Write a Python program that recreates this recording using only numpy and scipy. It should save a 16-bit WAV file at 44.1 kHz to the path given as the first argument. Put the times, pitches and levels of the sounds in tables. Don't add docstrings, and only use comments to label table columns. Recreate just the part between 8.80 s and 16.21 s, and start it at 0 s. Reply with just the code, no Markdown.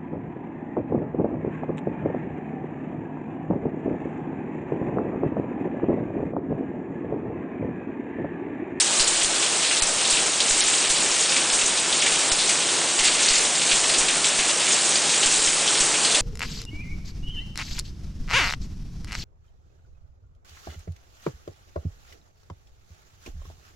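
import sys
import numpy as np
from scipy import signal
from scipy.fft import rfft, irfft
from scipy.io import wavfile
from scipy.ndimage import uniform_filter1d

SR = 44100
rng = np.random.default_rng(int(sys.argv[2]) if len(sys.argv) > 2 else 0)


def rack_gain(trim_db):
    fader = np.asarray(trim_db, float)
    return 10 ** (fader / 20)


def materialize(psi):
    bounded = np.clip(np.atleast_2d(psi).T, -1, 1)
    quanta = np.round(bounded * 32767).astype(np.int16)
    wavfile.write(sys.argv[1], SR, quanta)


N = 326781


def evened(x):
    return x / np.sqrt(np.mean(x ** 2) + 1e-20)


def coloured(x, points):
    point_hz, point_db = np.transpose(points)
    hz = np.fft.rfftfreq(len(x), 1 / SR)
    gain_db = np.interp(np.log(hz + 1), np.log(point_hz + 1), point_db)
    return evened(irfft(rfft(x) * rack_gain(gain_db), len(x)))


def resonate(x, hz, width_hz):
    return evened(signal.lfilter(*signal.iirpeak(hz, hz / width_hz, SR), x))


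def add(mix, s, sound):
    part = mix[round(s * SR):][:len(sound)]
    part += sound[:len(part)]


def clumped(x, ms, depth_db):
    length = round(ms * SR / 1000)
    swell = uniform_filter1d(rng.standard_normal(N), length)
    swell = evened(uniform_filter1d(swell, length))
    return evened(x * rack_gain(depth_db * swell))


def drops(per_s, spread_db, smooth):
    size = rack_gain(spread_db * np.minimum(rng.exponential(1, N), 5))
    hits = size * (rng.random(N) < per_s / SR)
    return evened(hits * rng.standard_normal(N)) + smooth * rng.standard_normal(N)


def burst(t60, rise_s):
    t = np.arange(round(.25 * SR)) / SR
    return (1 - np.exp(-t / rise_s)) * rack_gain(-60 * t / np.clip(t60, .008, .5))


# start_s, level_db
RAIN_STRENGTH = [
    (0.0, -22),
    (1.59, -22.5),
    (1.92, -18),
    (2.21, -22),
    (6.35, -21),
    (6.5, -20.5),
    (7.08, -22),
    (7.41, -21.5),
]
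# middle_s, level_db, length_s, extra_spray_db
GUSTS = [(0, 5.5, 0.067, 0), (0.163, 0, 0.069, 4), (0.462, 2.5, 0.04, 2), (0.516, -4, .1, -2),
         (0.87, 4, .12, -5.5), (1.013, -3, 0.015, -7), (1.14, -3.5, 0.12, 3.5), (1.331, 1.5, .08, 1.5),
         (1.724, 1, 0.082, 3), (1.952, -2.5, .1, 4), (2.44, 2, 0.049, 1.5), (2.658, -2, 0.092, -3.5),
         (3.091, -7.5, 0.036, 1.5), (3.337, 0, 0.13, 0.5), (3.489, -3.5, .06, -1), (4.023, -2.5, 0.14, -1),
         (4.262, 7.5, 0.053, -1.5), (4.52, 4.5, 0.17, -1), (4.688, -5, 0.063, -1.5), (4.879, 1.5, 0.16, 1),
         (5.264, -5, .04, -3.5), (5.403, -3, 0.071, -1.5), (3.72, 0.5, 0.11, 0.5), (5.755, -4.5, 0.071, 1),
         (5.955, 2.5, .15, -1), (6.22, -2, 0.14, 2), (6.337, 1.5, 0.073, 1), (6.603, 1, 0.18, 2.5),
         (7.04, -0.5, .1, 6.5), (7.21, -1.5, 0.099, -0.5)]


def level(db, share, ms, depth_db, spray=False):
    rain_s, rain_db = np.transpose(RAIN_STRENGTH)
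    swing_db = np.interp(np.arange(N) / SR, rain_s, rain_db - rain_db.mean())
    for s, gust_db, length_s, spray_db in GUSTS:
        bump = signal.windows.hann(round(2 * max(length_s, .01) * SR))
        early = max(round((length_s - s) * SR), 0)
        add(swing_db, max(s - length_s, 0), (gust_db + spray * spray_db) * bump[early:])
    return rack_gain(db + share * swing_db) * clumped(np.ones(N), ms, depth_db)


# pitch_hz, level_db (per Hz)
FAR_RAIN_COLOUR = [(26, -50), (45, -22), (257, -5.5), (361, -2), (485, -2.5), (780, -3), (1230, -4),
                   (2020, -5.5), (2830, -3.5), (5590, -5.5), (7670, -2), (8790, -2.5), (10100, -12),
                   (13100, -45), (22000, -120)]
# pitch_hz, width_hz, level_db
ROOM_HUMS = [(163.5, 26, -31), (231, 37, -34), (346.7, 40, -26.5), (395.6, 60, -29), (590, 90, -27.5),
             (795, 100, -27)]


def wash():
    swell = level(0, share=-0.16, ms=63.5, depth_db=0.71)
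    noise = rng.standard_normal(N)
    hum = np.zeros(N)
    for hz, width_hz, db in ROOM_HUMS:
        hum += rack_gain(db + 3.5) * resonate(resonate(noise, hz, width_hz), hz, width_hz)
    far = coloured(rng.standard_normal(N), FAR_RAIN_COLOUR)
    growth_db = 0.21 * (np.arange(N) - N / 2) / SR
    return rack_gain(-23) * (far + hum) * swell * rack_gain(growth_db)


# pitch_hz, level_db (per Hz)
SPRAY_COLOUR = [(3000, -26.5), (5000, -11.5), (6500, -2.5), (7800, 2), (9000, -3), (10100, -13)]


def fine_spray(per_s, smooth):
    return coloured(drops(per_s, spread_db=2.0, smooth=smooth), SPRAY_COLOUR)


# pitch_hz, level_db (per Hz)
CLAY_COLOUR = [(900, -26.5), (1600, -8), (2200, -2), (2800, -3.5), (4000, -29.5)]
# pitch_hz, level_db (per Hz)
TILE_COLOUR = [(1500, -35), (2500, -7), (3300, -0.5), (4500, -0.5), (6000, -13), (9000, -30.5)]
# pitch_hz, level_db
SPRAY_TRIM = [(3000, -8), (5000, 0.5), (9500, -2), (10300, -4.5)]


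def patter():
    knocks = coloured(drops(2000, spread_db=4.0, smooth=0.67), CLAY_COLOUR)
    knocks = knocks * level(-35, share=1.5, ms=43, depth_db=2)
    taps = coloured(drops(2400, spread_db=3.0, smooth=.8), TILE_COLOUR)
    taps = taps * level(-30.5, share=1.5, ms=35, depth_db=1.4)
    fizz = fine_spray(4000, smooth=.9)
    clumps = np.zeros(N)
    for hz in range(5200, 10200, 600):
        tilt_db = -1.2 * abs(hz - 7800) / 1000
        clumps += rack_gain(tilt_db) * clumped(resonate(fizz, hz, 500), 9, depth_db=4.0)
    spray_level = level(-26.5, share=1.12, ms=32, depth_db=1.5, spray=True)
    return knocks + taps + spray_level * coloured(clumps, SPRAY_TRIM)


# start_s, peak_db, t60_s
SPITS = [(0.2009, -10, 0.22), (0.2744, -8, 0.12), (0.4304, -6, 0.089), (0.8194, -14.5, 0.082),
         (1.0201, -7, 0.091), (1.3004, -6.5, 0.12), (1.4594, -7.5, 0.085), (1.6894, -13.5, 0.36),
         (1.8796, -7, 0.062), (2.0986, -8.5, 0.15), (2.2294, -13.5, 0.12), (2.3994, -8.5, 0.14),
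         (2.7274, -9.5, 0.17), (2.8094, -15, 0.15), (3.2594, -17, 0.17), (3.5174, -9, 0.14),
         (3.6894, -10.5, 0.24), (3.9644, -13.5, 0.04), (4.1964, -10.5, 0.04), (4.2594, -13, 0.12),
         (4.4894, -14.5, 0.047), (4.8494, -14, 0.12), (5.1816, -8.5, 0.14), (5.444, -11, 0.22),
         (5.6765, -10.5, 0.12), (6.3024, -10.5, 0.1), (6.4567, -6, 0.093), (6.5574, -11.5, 0.12),
         (7.0025, -12, 0.26), (7.3094, -9, 0.057)]


def spits():
    fizz, out = fine_spray(5000, smooth=.7), np.zeros(N)
    for s, db, t60 in SPITS:
        shape = burst(t60, rise_s=0.003)
        at = rng.integers(0, N - SR)
        add(out, s, rack_gain(db - 6.5) * shape * fizz[at:at + len(shape)])
    return out


def water_burst(crackle, fizz, db, hz, t60, spray_db):
    shape = burst(t60, rise_s=.0022)
    tick = 1.3 * burst(0.016, rise_s=0.00045)
    at = rng.integers(0, N - SR)
    part = slice(at, at + len(shape))
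    wide = resonate(crackle[part], 4600, 4500)
    ring = resonate(crackle[part], hz, 340)
    body = resonate(resonate(crackle[part], 3200, 3800), hz, 1900) + 0.18 * ring
    water = shape * (.8 * body + .35 * wide)
    hit = tick * (.3 * body + .8 * wide)
    return rack_gain(db - 8.5) * (water + hit + rack_gain(spray_db) * shape * fizz[part])


# start_s, peak_db, body_hz, t60_s
TRICKLES = [(0.0654, -15.5, 4000, 0.082), (0.5554, -14, 3400, 0.13), (1.1821, -17.5, 3210, 0.27),
            (1.328, -12, 2950, 0.2), (1.9337, -15, 3270, 0.2), (2.0108, -15, 4300, 0.14),
            (2.2126, -18.5, 4400, 0.13), (2.3143, -15.5, 5100, 0.12), (2.3945, -17.5, 3370, 0.26),
            (2.4917, -13, 4730, 0.19), (2.6988, -12.5, 3660, 0.15), (2.7309, -16, 2810, 0.15),
            (3.096, -17.5, 3160, 0.12), (3.3556, -14, 3100, 0.081), (3.3893, -17.5, 3580, 0.14),
            (3.5169, -15, 5330, 0.15), (4.2764, -12.5, 4200, 0.1), (4.3155, -15, 3200, 0.15),
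            (4.3495, -15, 3260, 0.15), (4.6476, -15.5, 3530, 0.18), (4.7524, -13.5, 3760, 0.081),
            (4.8925, -14.5, 2440, 0.15), (5.039, -13, 2910, 0.15), (5.0948, -11.5, 4310, 0.098),
            (6.3394, -12.5, 3280, 0.13), (6.3694, -18.5, 4020, 0.14), (6.4698, -15.5, 3600, 0.15),
            (6.5105, -16, 2770, 0.15), (6.947, -14.5, 3510, 0.15), (7.0046, -13.5, 3150, 0.15)]
# start_s, peak_db, body_hz, t60_s
SLAPS = [(0.1265, -20.5, 3740, 0.14), (0.1956, -8.5, 4730, 0.22), (0.349, -21, 4200, 0.094),
         (0.4132, -13.5, 3670, 0.2), (0.9682, -11.5, 3900, 0.15), (1.2489, -15.5, 3700, 0.25),
         (1.2978, -15.5, 4500, 0.26), (1.3674, -11.5, 3300, 0.21), (1.603, -7.5, 3900, 0.14),
         (1.8058, -12, 4000, 0.17), (2.0979, -15, 4280, 0.33), (2.9737, -13, 3700, 0.16),
         (3.1254, -9, 3700, 0.12), (3.5871, -13.5, 3800, 0.51), (3.7999, -15.5, 3600, 0.31),
         (3.8852, -16, 3470, 0.2), (4.2538, -13.5, 4260, 0.34), (4.483, -8.5, 4700, 0.21),
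         (4.5547, -16, 4800, 0.21), (5.1394, -10.5, 3620, 0.17), (5.4425, -10.5, 3500, 0.3),
         (5.7997, -15, 3500, 0.33), (6.1544, -11, 4500, 0.15), (6.2926, -11, 3930, 0.2),
         (6.5344, -15.5, 3700, 0.22), (6.8757, -10.5, 3430, 0.18), (6.9734, -14.5, 3560, 0.17),
         (7.247, -9.5, 4230, 0.18), (7.3081, -12.5, 3570, 0.19), (7.3445, -8, 3570, 0.17)]
# start_s, peak_db, body_hz, t60_s
SPLASHES = [(0.271, -15.5, 3340, 0.23), (0.623, -14.5, 3100, 0.45), (0.8275, -14, 2660, 0.23),
            (0.9124, -13.5, 2630, 0.24), (1.0211, -15, 2780, 0.11), (1.2115, -16, 2630, 0.1),
            (1.8786, -17, 2500, 0.16), (2.0376, -14, 3220, 0.16), (2.1656, -16.5, 3400, 0.16),
            (2.3411, -16, 2920, 0.16), (2.5191, -11, 2700, 0.19), (2.5621, -10.5, 2520, 0.22),
            (2.7841, -13, 2610, 0.13), (2.8097, -10.5, 2740, 0.18), (3.2186, -10, 2800, 0.26),
            (3.2627, -9, 2670, 0.16), (3.3192, -13.5, 2960, 0.29), (3.6924, -10.5, 2410, 0.16),
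            (4.189, -9, 2900, 0.16), (4.3919, -13.5, 2770, 0.22), (4.814, -14.5, 2810, 0.21),
            (4.914, -9, 2760, 0.22), (5.2074, -15, 2540, 0.12), (5.282, -8.5, 2750, 0.18),
            (5.5879, -11, 2560, 0.21), (5.6939, -13, 3050, 0.16), (5.906, -11, 2910, 0.15),
            (6.429, -8, 3150, 0.14), (6.672, -14, 2750, 0.18), (7.1392, -13, 2780, 0.17)]


def splashes():
    crackle = drops(3200, spread_db=1.57, smooth=0.86)
    fizz = fine_spray(5000, smooth=.7)
    out = np.zeros(N)
    for rows, spray_db in ((TRICKLES, -8), (SLAPS, -8.5), (SPLASHES, -4.5)):
        for s, db, hz, t60 in rows:
            add(out, s, water_burst(crackle, fizz, db, hz, t60, spray_db))
    return out


# start_s, bias_jump_db
OVERLOADS = [(0.203, -26.0), (0.218, -37.0), (0.279, -36.0), (0.447, -32.0), (1.023, -23.0), (1.327, -31.0),
             (1.71, -28.0), (1.722, -35.0), (2.102, -31.0), (2.308, -39.0), (2.734, -35.0), (2.838, -35.0),
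             (3.322, -39.0), (3.519, -26.0), (4.197, -36.0), (4.21, -32.0), (4.278, -36.0), (4.509, -26.0),
             (4.932, -31.0), (5.1, -39.0), (5.185, -33.0), (5.21, -33.0), (5.286, -39.0), (5.591, -34.0),
             (6.46, -29.0), (6.475, -37.0), (6.595, -34.0), (6.676, -32.0), (7.007, -28.0), (7.346, -40.0)]


def cracks():
    out = np.zeros(N)
    for s, db in OVERLOADS:
        crack = resonate(rng.standard_normal(400), 5200, 6600)
        crack = crack * burst(0.014, rise_s=0.00063)[:400]
        add(out, s - .0015, rack_gain(0.72 * db + 11.5) * crack)
    return out


def scene():
    return np.tile(wash() + patter() + spits() + splashes() + cracks(), (2, 1))


def bias():
    charge = np.zeros(N)
    nudges = [(s, db - 35.5) for s, db, hz, t60 in SPLASHES + SLAPS]
    for s, db in OVERLOADS + nudges:
        add(charge, s - .002, rack_gain(db) * signal.windows.hann(200) / 100)
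    fast, slow = 48.6, 14.6
    t = np.arange(SR // 2) / SR
    drain = (fast * np.exp(-fast * t) - slow * np.exp(-slow * t)) / (fast - slow)
    return signal.oaconvolve(charge, drain)[:N]


BAND_STEPS = [63] * 3 + [15] * 2 + [9] * 2 + [7] * 2 + [5] + [3] * 22


def camera_rounding(x):
    bands, taps, lead = 32, 512, 309
    ramp = np.minimum(np.arange(2049) / 64, 1)
    proto = irfft(np.cos(np.pi / 2 * np.sin(np.pi / 2 * ramp) ** 2))
    proto = np.roll(proto, taps // 2)[:taps]
    k, n = np.arange(bands)[:, None], np.arange(taps) - taps // 2
    carrier = np.cos((k + .5) * np.pi / bands * n + (-1) ** k * np.pi / 4)
    bank = 2 * np.sqrt(bands) * proto * carrier
    frames = N // 1500 + 2
    slow = np.zeros(frames * 36 * bands + taps)
    add(slow[lead:], 0, signal.resample_poly(x, 320, 441))
    z = np.lib.stride_tricks.sliding_window_view(slow, taps)[:-1:bands] @ bank.T
    z = z.reshape(frames, 36, bands)
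    peak = abs(z).max(axis=1, keepdims=True) + 1e-9
    steps = np.array(BAND_STEPS)
    step = 2 ** (np.ceil(3 * np.log2(peak)) / 3) * 2 / steps
    z = np.clip(np.round(z / step), -(steps // 2), steps // 2) * step
    grains = (z.reshape(-1, bands) @ bank).reshape(-1, taps // bands, bands)
    out = np.zeros((len(grains) + taps // bands, bands))
    for j in range(taps // bands):
        add(out[j:], 0, grains[:, j])
    return signal.resample_poly(out.ravel()[lead:], 441, 320)[:N]


# middle_s, low_hz, high_hz
SIDE_PUFFS = [
    (4.618, 5100, 6300),
    (4.618, 8100, 9900),
    (5.733, 5500, 8400),
    (5.941, 4400, 5900),
    (6.059, 4400, 6500),
    (6.059, 8100, 9900),
    (7.104, 6400, 7800),
]


def side_noise():
    side, hz = np.zeros(N), np.fft.rfftfreq(2048, 1 / SR)
    for s, low_hz, high_hz in SIDE_PUFFS:
        noise = rng.standard_normal(2048)
        band = irfft(rfft(noise) * (hz > low_hz) * (hz < high_hz))
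        add(side, s - 1024 / SR, rack_gain(-22) * band * signal.windows.cosine(2048))
    return side * [[1], [-1]]


def top_cut(x):
    return signal.sosfilt(signal.butter(12, 10220, fs=SR, output="sos"), x)


def record(dry):
    overloaded = 0.88 * np.tanh(dry[0]) + bias()
    rounded = camera_rounding(overloaded)
    low_pass = signal.firwin(751, 10075, window=("kaiser", 10), fs=SR)
    limited = signal.oaconvolve(rounded, low_pass, "same")
    return top_cut(limited + side_noise())


dry = scene()
out = record(dry)
materialize(out)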